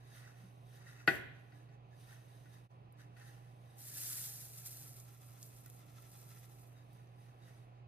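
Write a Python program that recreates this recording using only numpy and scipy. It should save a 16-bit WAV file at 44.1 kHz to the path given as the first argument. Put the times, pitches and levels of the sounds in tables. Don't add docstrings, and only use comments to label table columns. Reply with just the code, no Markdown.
import sys
import numpy as np
from scipy import signal
from scipy.fft import rfft, irfft, next_fast_len
from scipy.io import wavfile
from scipy.ndimage import uniform_filter1d

SR = 44100
rng = np.random.default_rng(int(sys.argv[2]) if len(sys.argv) > 2 else 0)


def master_out(mix):
    frames = np.transpose(np.atleast_2d(mix))
    ceiling = np.clip(frames, -1, 1)
    pcm = np.round(ceiling * 32767).astype(np.int16)
    wavfile.write(sys.argv[1], SR, pcm)


N = 347448
TIME = np.arange(N) / SR
SIZE = next_fast_len(N, real=True)
FREQ = np.fft.rfftfreq(SIZE, 1 / SR)

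# time of fastest flow in seconds, rise in seconds, fall in seconds, hiss in dB, cup ring in dB.
SLIDES = [(0.166, 0.089, 0.1, -66.5, -59), (.4, 0.078, 0.19, -74.5, -69.5), (.76, 0.1, 0.046, -70, -71),
          (0.898, 0.063, 0.11, -72, -62.5), (1.4, 0.071, 0.16, -83, -76), (1.56, 0.071, 0.1, -79, -76),
          (2.01, 0.045, .1, -71, -70.5), (2.12, 0.088, 0.09, -69, -67.5), (2.36, 0.21, 0.23, -75, -72),
          (2.54, 0.045, 0.082, -73, -69), (3.005, 0.022, 0.043, -75.5, -68.5),
          (3.174, 0.0094, 0.068, -74, -74), (3.275, 0.0775, 0.15, -70.5, -64.5),
          (3.72, 0.25, 0.13, -81.5, -76.5), (4.1, 0.31, .18, -68.5, -65.5), (6.95, 0.22, 0.17, -78.5, -72),
          (7.22, 0.066, 0.13, -76.5, -75), (7.48, 0.073, 0.1, -74.5, -72),
          (7.578, 0.056, 0.072, -79.5, -70.5)]
# time of the peak in seconds, rise and fall length in seconds, ring in dB.
SCUFFS = [(0.82, 0.019, -64.5), (0.88, 0.022, -59.5), (1.014, .022, -70), (1.729, 0.03, -72),
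          (1.952, 0.038, -75), (3.013, 0.027, -71), (3.22, 0.047, -67), (7.299, .07, -76),
          (7.43, .035, -72), (7.766, 0.076, -79)]
# frequency in Hz, level in dB per Hz.
STEEL_HISS = [(900, -11.5), (2000, -11), (3100, 3), (4800, -0.5), (6500, -0.5), (7300, -15.5), (8100, -1),
              (9500, 1.5), (12000, 0), (14500, -5.5)]
# frequency in Hz, width in Hz, level in dB.
CUPS = [(1500, 210, -3), (1706, 71, -2), (1838, 100, 1.5), (1952, 27, -7), (2580, 51, -4), (3790, 95.5, -6),
        (4485, 140, -11.5), (4800, 90, -10.5), (5640, 400, -13.5), (6200, 150, -16.5)]
# frequency in Hz, width in Hz, level in dB.
WALLS = [(1865, 50, -5), (2635, 37, -6.5), (3796, 77, 5), (6270, 120, 0)]
# time in seconds, hiss in dB.
POUR = [(3.75, -85), (3.79, -58.5), (3.98, -48), (4.12, -45.5), (4.24, -47), (4.38, -54), (4.52, -60.5),
        (4.7, -72)]
# time in seconds, hiss in dB.
PATTER = [(4.3, -60), (4.52, -62), (4.585, -55), (4.63, -60), (4.665, -48.5), (4.69, -54.5), (4.82, -56),
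          (4.92, -60.5), (5.0, -61.5), (5.06, -69), (5.16, -68.5), (5.28, -67.5), (5.37, -71.5),
          (5.43, -60.5), (5.52, -68.5), (5.58, -63.5), (5.64, -70.5), (5.78, -68.5), (5.85, -77),
          (5.94, -73.5), (6.1, -68.5), (6.15, -65), (6.25, -66), (6.32, -67), (6.41, -68), (6.49, -70.5),
          (6.62, -71.5), (6.9, -94)]
# frequency in Hz, level in dB per Hz.
PAPER_HISS = [(500, -53), (1000, -18), (1600, -10), (2300, -11), (3200, -11), (4000, -5.5), (5200, -3.5),
              (7000, -1), (8400, 1), (12000, 0.5), (14000, 1.5), (15500, -11)]
# time in seconds, peak in dB, centre frequency in Hz, width in octaves.
TICKS = [(2.9244, -51.5, 11900, 0.37), (3.7863, -58, 11000, 1), (4.5877, -43, 11000, 1.3),
         (4.6617, -43, 10000, 1.1), (5.0007, -41, 8200, 0.69), (5.0714, -55, 10000, 1.1),
         (5.1786, -45, 12500, 0.97), (5.2289, -55, 11600, 1), (5.2594, -59, 10200, 1),
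         (5.4292, -34.5, 7900, 1.6), (5.467, -46, 12400, 1.4), (5.6616, -37.5, 10000, 1.2),
         (5.7, -39, 11000, 1.7), (5.7473, -55, 9100, 1.1), (5.8106, -67, 3750, 1.5),
         (5.9533, -64, 3840, 1.8), (6.0227, -45, 12500, 1.1), (6.1339, -53, 10100, 1),
         (6.3579, -55, 12500, 0.87), (6.6164, -55, 11600, 1), (6.6772, -61, 12400, .8),
         (6.931, -47, 12500, 0.9), (7.073, -64, 4400, 1.3)]
# start in seconds, force in dB, time from first touch to strongest push in milliseconds.
KNOCKS = [(1.0761, -16, 0.081), (1.521, -65, 0.033), (1.689, -72, 0.016), (2.456, -61.5, 0.074),
          (3.166, -61, 0.042), (5.658, -62.5, 0.096)]
# frequency in Hz, level in dB, time to fall 60 dB in seconds, left minus right in dB.
PAN_MODES = [(137, -15, 0.14, -3), (224.1, -22.5, 0.12, -0.5), (334.5, -10.5, 0.068, -8),
             (386, -17.5, 0.13, -1), (675, -15.5, 0.078, -5), (784, -15.5, 0.12, 3),
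             (1134, -19.5, 0.063, -6), (1331, -13.5, 0.069, -0.5), (1476, 2, 0.072, 3.5),
             (1634, -8.5, 0.08, 3), (1740, -8.5, 0.056, 8), (1836, 0, 0.06, 3.5), (1938, -1.5, 0.098, 9.5),
             (2004, -11, 0.086, 14.5), (1950, -15.5, 0.1, 5.5), (2460, -28.5, .08, 13),
             (2474, -8, 0.095, 5), (2622, -6, 0.062, 4.5), (2790, -8, 0.035, -3),
             (3180, -10.5, 0.038, 11.5), (3570, -22, 0.083, 6), (3876, -4, 0.027, 0),
             (4490, 0.5, 0.03, 5.5), (4960, -5.5, .028, 3.5)]
# frequency in Hz, level in dB per Hz.
CRACK = [(100, -5.5), (240, -7.5), (340, 0), (550, -7), (790, -5), (880, -15), (1150, -12), (1380, -7),
         (1490, 0.5), (1750, 1), (2050, 2.5), (2250, -4.5), (2500, 1.5), (2830, -3), (3150, 1.5),
         (4450, 3.5), (6000, -6.5), (9000, -11), (15000, -11.5)]
# time of the peak in seconds, level in dB.
SHAKES = [(4.585, -67), (4.64, -69), (4.755, -72), (4.86, -68.5), (4.985, -70), (5.085, -68), (5.16, -71),
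          (5.23, -69), (5.31, -70.5), (5.375, -68), (5.45, -75), (5.525, -73.5), (5.59, -73),
          (5.662, -69.5), (5.74, -78), (5.815, -69), (5.895, -70.5), (5.985, -66.5), (6.055, -66.5),
          (6.152, -67.5), (6.22, -68.5), (6.315, -66), (6.375, -68), (6.445, -69), (6.52, -72), (6.59, -76),
          (6.645, -76)]
# frequency in Hz, width in Hz, level in dB.
RIM = [(1358, 53, 6.5), (1700, 430, -4), (2023, 300, -4), (2540, 260, -5.5), (3390, 720, -5.5),
       (4000, 110, -6.5), (4850, 500, -8), (5800, 690, -9)]
# frequency in Hz, level in dB.
HUM = [(108.6, -84), (120, -58), (144.6, -84.5)]
# frequency in Hz, width in Hz, level in dB.
DRONES = [(115, 51, -72), (138.2, 23, -69), (174.8, 18, -76), (295.2, 6.9, -80), (382, 12, -85.5),
          (809, 9.8, -76.5), (1011, 15, -79.5), (2590, 137, -88.5)]
# frequency in Hz, level in dB per Hz.
ROOM_AIR = [(20, -24), (36, 7.5), (50, 6.5), (90, 3), (150, 5.5), (220, 2.5), (400, 2), (560, 0.5),
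            (760, 3.5), (880, -5), (1100, -4), (1600, -15), (2600, -13.5), (4500, -25.5), (8000, -46),
            (15000, -50)]
# centre in seconds, half width in seconds, depth from 0 to 1.
DIPS = [(2.686, 0.022, 0.93), (5.17, 0.034, 0.34)]

SLIDE_EDGE_DB = 10
JUMP_DB, JUMP_FALL_S, FLIGHT_S = -51.5, 0.046, 0.079
LANDING_DB, LANDING_RISE_S, LANDING_FALL_S = -63.5, 0.012, 0.022
FACE_UP_UNTIL_S, FACE_DOWN_DB = 2.72, -7
FLICKER_DB = 2.6
LINGER_DB, LINGER_T60_S = -29, 0.8
STROKE_RISE_S, STROKE_FALL_S = 0.044, 0.033
BUMP_S = 0.435
SUGAR_ECHO_DB, ROOM_BALANCE_DB = -14, -1.8
TOP_HZ = 15150


def undb(db):
    return np.exp(np.asarray(db) * np.log(10) / 20)


def unit(x):
    return x / np.sqrt(np.mean(x ** 2))


def sides(db):
    return undb(np.array([[db], [-db]]) / 2)


def gain_curve(rows):
    rows = np.array(rows)
    return undb(np.interp(TIME, rows[:, 0], rows[:, 1], left=-140, right=-140))


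def swell(s, rise_s, fall_s, db):
    away = np.maximum((s - TIME) / rise_s, (TIME - s) / fall_s)
    return undb(db - SLIDE_EDGE_DB * np.minimum(away, 10))


def walk(rate):
    return unit(np.interp(2 * rate * TIME, np.arange(N // 20), rng.standard_normal(N // 20)))


def filtered(x, gain):
    return irfft(rfft(x, SIZE) * gain, SIZE)[..., :N]


def at_pitch(points, hz):
    point_hz, value = np.transpose(points)
    return np.interp(np.log(np.maximum(hz, 1)), np.log(point_hz), value)


def colour(x, points):
    return filtered(x, undb(at_pitch(points, FREQ)))


def ring(x, response):
    return signal.fftconvolve(np.atleast_2d(x), response, axes=1)[:, :N]


def ports(x, lag_ms):
    late = filtered(x, np.exp(-2j * np.pi * FREQ * lag_ms / 1000))
    return np.array([late, x])


def resonate(x, modes, wander_db):
    spectrum = rfft(x, SIZE)
    out = 0
    for group in (modes[::2], modes[1::2]):
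        response = 0
        for hz, width, db in group:
            damping = 1j * FREQ * width
            response = response + undb(db) * damping / (hz ** 2 - FREQ ** 2 + damping)
        out = out + undb(wander_db * walk(7)) * irfft(spectrum * response, SIZE)[:, :N]
    return out


def grains(per_s, spread_db):
    chance = np.clip(per_s / SR, 1e-4, 1) * np.ones(N)
    size = undb(spread_db * np.minimum(rng.exponential(size=N), 5))
    hits = rng.random(N) < chance
    return unit(hits * size * rng.choice([-1, 1], N) / np.sqrt(chance))


def shower(per_s, spread_db, lag_ms, apart):
    shared = ports(grains(per_s, spread_db), lag_ms)
    scattered = np.array([grains(per_s, spread_db) for _ in range(2)])
    return shared + apart * scattered


def heaps():
    flow_power, stir_power = 0, 0
    for s, rise_s, fall_s, hiss_db, ring_db in SLIDES:
        shape = swell(s, rise_s, fall_s, 0)
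        flow_power = flow_power + (shape * undb(hiss_db)) ** 2
        stir_power = stir_power + (shape * undb(ring_db)) ** 2
    return np.sqrt(flow_power), np.sqrt(stir_power)


def scuffing():
    return np.sqrt(sum(swell(s, length_s, length_s, db) ** 2 for s, length_s, db in SCUFFS))


def sliding(flow, stir, hiss_db=3, ring_db=2, flutter_db=0.36):
    rate = 9000 * np.sqrt(flow / undb(-73.0))
    hiss = unit(colour(shower(rate, 1.2, 0.018, 1.0), STEEL_HISS)) * flow * sides(-1.176)
    metal = unit(resonate(shower(5000, 3.3, 0.092, 0.95), CUPS, wander_db=4.5)) * stir
    return (undb(hiss_db) * hiss + undb(ring_db) * metal) * undb(flutter_db * walk(25))


def trickling(flow, grain_db=2, level_db=-8.5, follow=0.705, full_db=-66):
    facing = undb(FACE_DOWN_DB * (TIME > FACE_UP_UNTIL_S))
    film = undb(full_db + level_db) * (flow / undb(full_db)) ** follow
    whistle = unit(resonate(shower(6000, grain_db, 0.028, 0.65), WALLS, wander_db=1.5))
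    return whistle * film * facing


def jump(rise_s=0.0027):
    s = KNOCKS[0][0]
    thrown = swell(s, rise_s, JUMP_FALL_S, JUMP_DB)
    return thrown + swell(s + FLIGHT_S, LANDING_RISE_S, LANDING_FALL_S, LANDING_DB)


def pouring(hiss_db=2, clump_db=-0.25, flutter_db=0.9, lag_ms=0.081):
    stream = shower(7000, 2.8, lag_ms, 0.85)
    hiss = unit(colour(stream, PAPER_HISS)) * (gain_curve(POUR) + jump()) * sides(-0.4)
    return hiss * undb(hiss_db + flutter_db * walk(22) + clump_db * walk(300))


def pattering(hiss_db=2.0, clump_db=1.6, flutter_db=1.0):
    flow = gain_curve(PATTER)
    rate = 8000 * (flow / undb(-62)) ** 0.4
    stream = shower(rate, 2.8, 0.08, 0.65)
    hiss = unit(colour(stream, PAPER_HISS)) * flow * sides(-0.3)
    return hiss * undb(hiss_db + flutter_db * walk(30) + clump_db * walk(250))


def flicker(x, size=384):
    spectra = signal.stft(x, nperseg=size)[2]
    chance = rng.standard_normal(spectra.shape[1:])
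    chance = unit(uniform_filter1d(chance, size=2, axis=0))
    return signal.istft(spectra * unit(undb(FLICKER_DB * chance)), nperseg=size)[1][:, :N]


def ticks(level_db=1, snap_s=0.0006, scatter_db=-18, scatter_s=0.008):
    out = np.zeros(N)
    t = TIME[:SR // 20]
    fade = np.exp(-t / snap_s) + undb(scatter_db) * np.exp(-t / scatter_s)
    for s, db, hz, octaves in TICKS:
        burst = rng.standard_normal(len(t)) * fade
        edges = hz * 2 ** (np.array([-octaves, octaves]) / 2)
        edges = np.minimum(edges, SR / 2 - 2000)
        tick = signal.sosfilt(signal.butter(2, edges, "band", fs=SR, output="sos"), burst)
        start = int(s * SR)
        out[start:start + len(t)] += undb(db + level_db) * tick / np.abs(tick).max()
    return ports(out, 0.048) * sides(-0.51)


def pan_response(lag_cycles=0.74, rise_ms=1.0, split=0.006, twin_db=-4):
    out = 0
    for hz, db, t60, balance_db in PAN_MODES:
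        t = np.maximum(TIME[:SR // 2] - lag_cycles / hz, 0)
        phase = 0.55 * rng.standard_normal((2, 1))
        twin_hz = hz * (1 + split * rng.uniform(0.5, 2) * rng.choice([-1, 1]))
        onset = 1 - np.exp(-t * 1000 / rise_ms)
        tone = np.sin(2 * np.pi * hz * t + phase)
        twin = undb(twin_db) * np.sin(2 * np.pi * (twin_hz * t + rng.random((2, 1))))
        linger = undb(LINGER_DB - 60 * t / LINGER_T60_S * np.sqrt(max(hz / 1000, 1)))
        mode = undb(-60 * t / t60) * tone + linger * (tone + twin)
        out = out + undb(db) * onset * mode * sides(balance_db)
    return out


def knocks(crack_db=-5.5, crack_t60=0.1):
    force = np.zeros(N)
    for s, db, ms in KNOCKS:
        age = np.clip((TIME - s) * 1000 / ms, 0, 50)
        push = age * np.exp(-age)
        force += undb(db) * push / push.sum()
    force = signal.sosfilt(signal.butter(2, 80, "high", fs=SR, output="sos"), force)
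    t = TIME[:SR // 3]
    crack = unit(colour(rng.standard_normal((2, N)), CRACK))[:, :len(t)]
    crack = crack * undb(crack_db - 60 * t / crack_t60)
    return ring(force, pan_response()), ring(force, crack)


def shaking():
    return np.sqrt(sum(swell(s, STROKE_RISE_S, STROKE_FALL_S, db) ** 2 for s, db in SHAKES))


def rubbing(level_db=1.0, catch_db=1.0):
    grind = unit(resonate(shower(2800, 1.7, 0.018, 0.93), RIM, wander_db=1.0))
    return grind * shaking() * undb(level_db + catch_db * walk(90))


def hand_thump(hz=185, db=-48.5, t60=0.15):
    t = np.maximum(TIME - BUMP_S, 0)
    fade = undb(db - 60 * t / t60) * (1 - np.exp(-t / 0.0034))
    return fade * np.sin(2 * np.pi * hz * t) * sides(-2)


def kitchen(x, t60_low, t60_high):
    t = TIME[:SR]
    noise = rng.standard_normal((2, SR))
    low = signal.sosfilt(signal.butter(2, 3500, fs=SR, output="sos"), noise)
    high = signal.sosfilt(signal.butter(2, 4500, "high", fs=SR, output="sos"), noise)
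    tail = low * undb(-60 * t / t60_low) + high * undb(-60 * t / t60_high)
    tail = tail * (1 - np.exp(-t / 0.0036))
    return ring(x, tail / np.sqrt(np.sum(tail ** 2) / 2))


def appliance(lag_ms=0.48):
    hum = sum(np.sqrt(2) * undb(db) * np.sin(2 * np.pi * hz * TIME) for hz, db in HUM)
    power = 0
    for hz, width, db in DRONES:
        peak = unit(1 / (1 + (2 * (FREQ - hz) / width) ** 2))
        power = power + (undb(db) * peak) ** 2
    drone = filtered(rng.standard_normal(N), np.sqrt(power))
    return (hum + ports(drone, lag_ms)) * sides(-4.0)


def air(level_db=-66, apart_hz=450, lag_ms=0.43):
    scattered = filtered(rng.standard_normal((2, N)), 1.3 * FREQ / (FREQ + apart_hz))
    rush = ports(rng.standard_normal(N), lag_ms) + scattered
    return undb(level_db) * unit(colour(rush, ROOM_AIR)) * sides(ROOM_BALANCE_DB)


def scene():
    clang, crack = knocks()
    flow, stir = heaps()
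    on_steel = sliding(flow, np.hypot(stir, scuffing())) + trickling(flow)
    sugar = flicker(on_steel + pouring() + pattering()) + rubbing()
    to_room = undb(-25.5) * clang + undb(1.0) * crack + undb(SUGAR_ECHO_DB) * sugar
    echo = kitchen(to_room, t60_low=0.64, t60_high=0.5)
    return clang + crack + hand_thump() + sugar + ticks() + echo + appliance() + air()


def record(dry):
    for s, width, depth in DIPS:
        dry = dry * (1 - min(depth, 1) * np.exp(-((TIME - s) / width) ** 2))
    return signal.sosfilt(signal.ellip(10, 0.2, 70, TOP_HZ, fs=SR, output="sos"), dry)


dry = scene()
out = record(dry)
master_out(out)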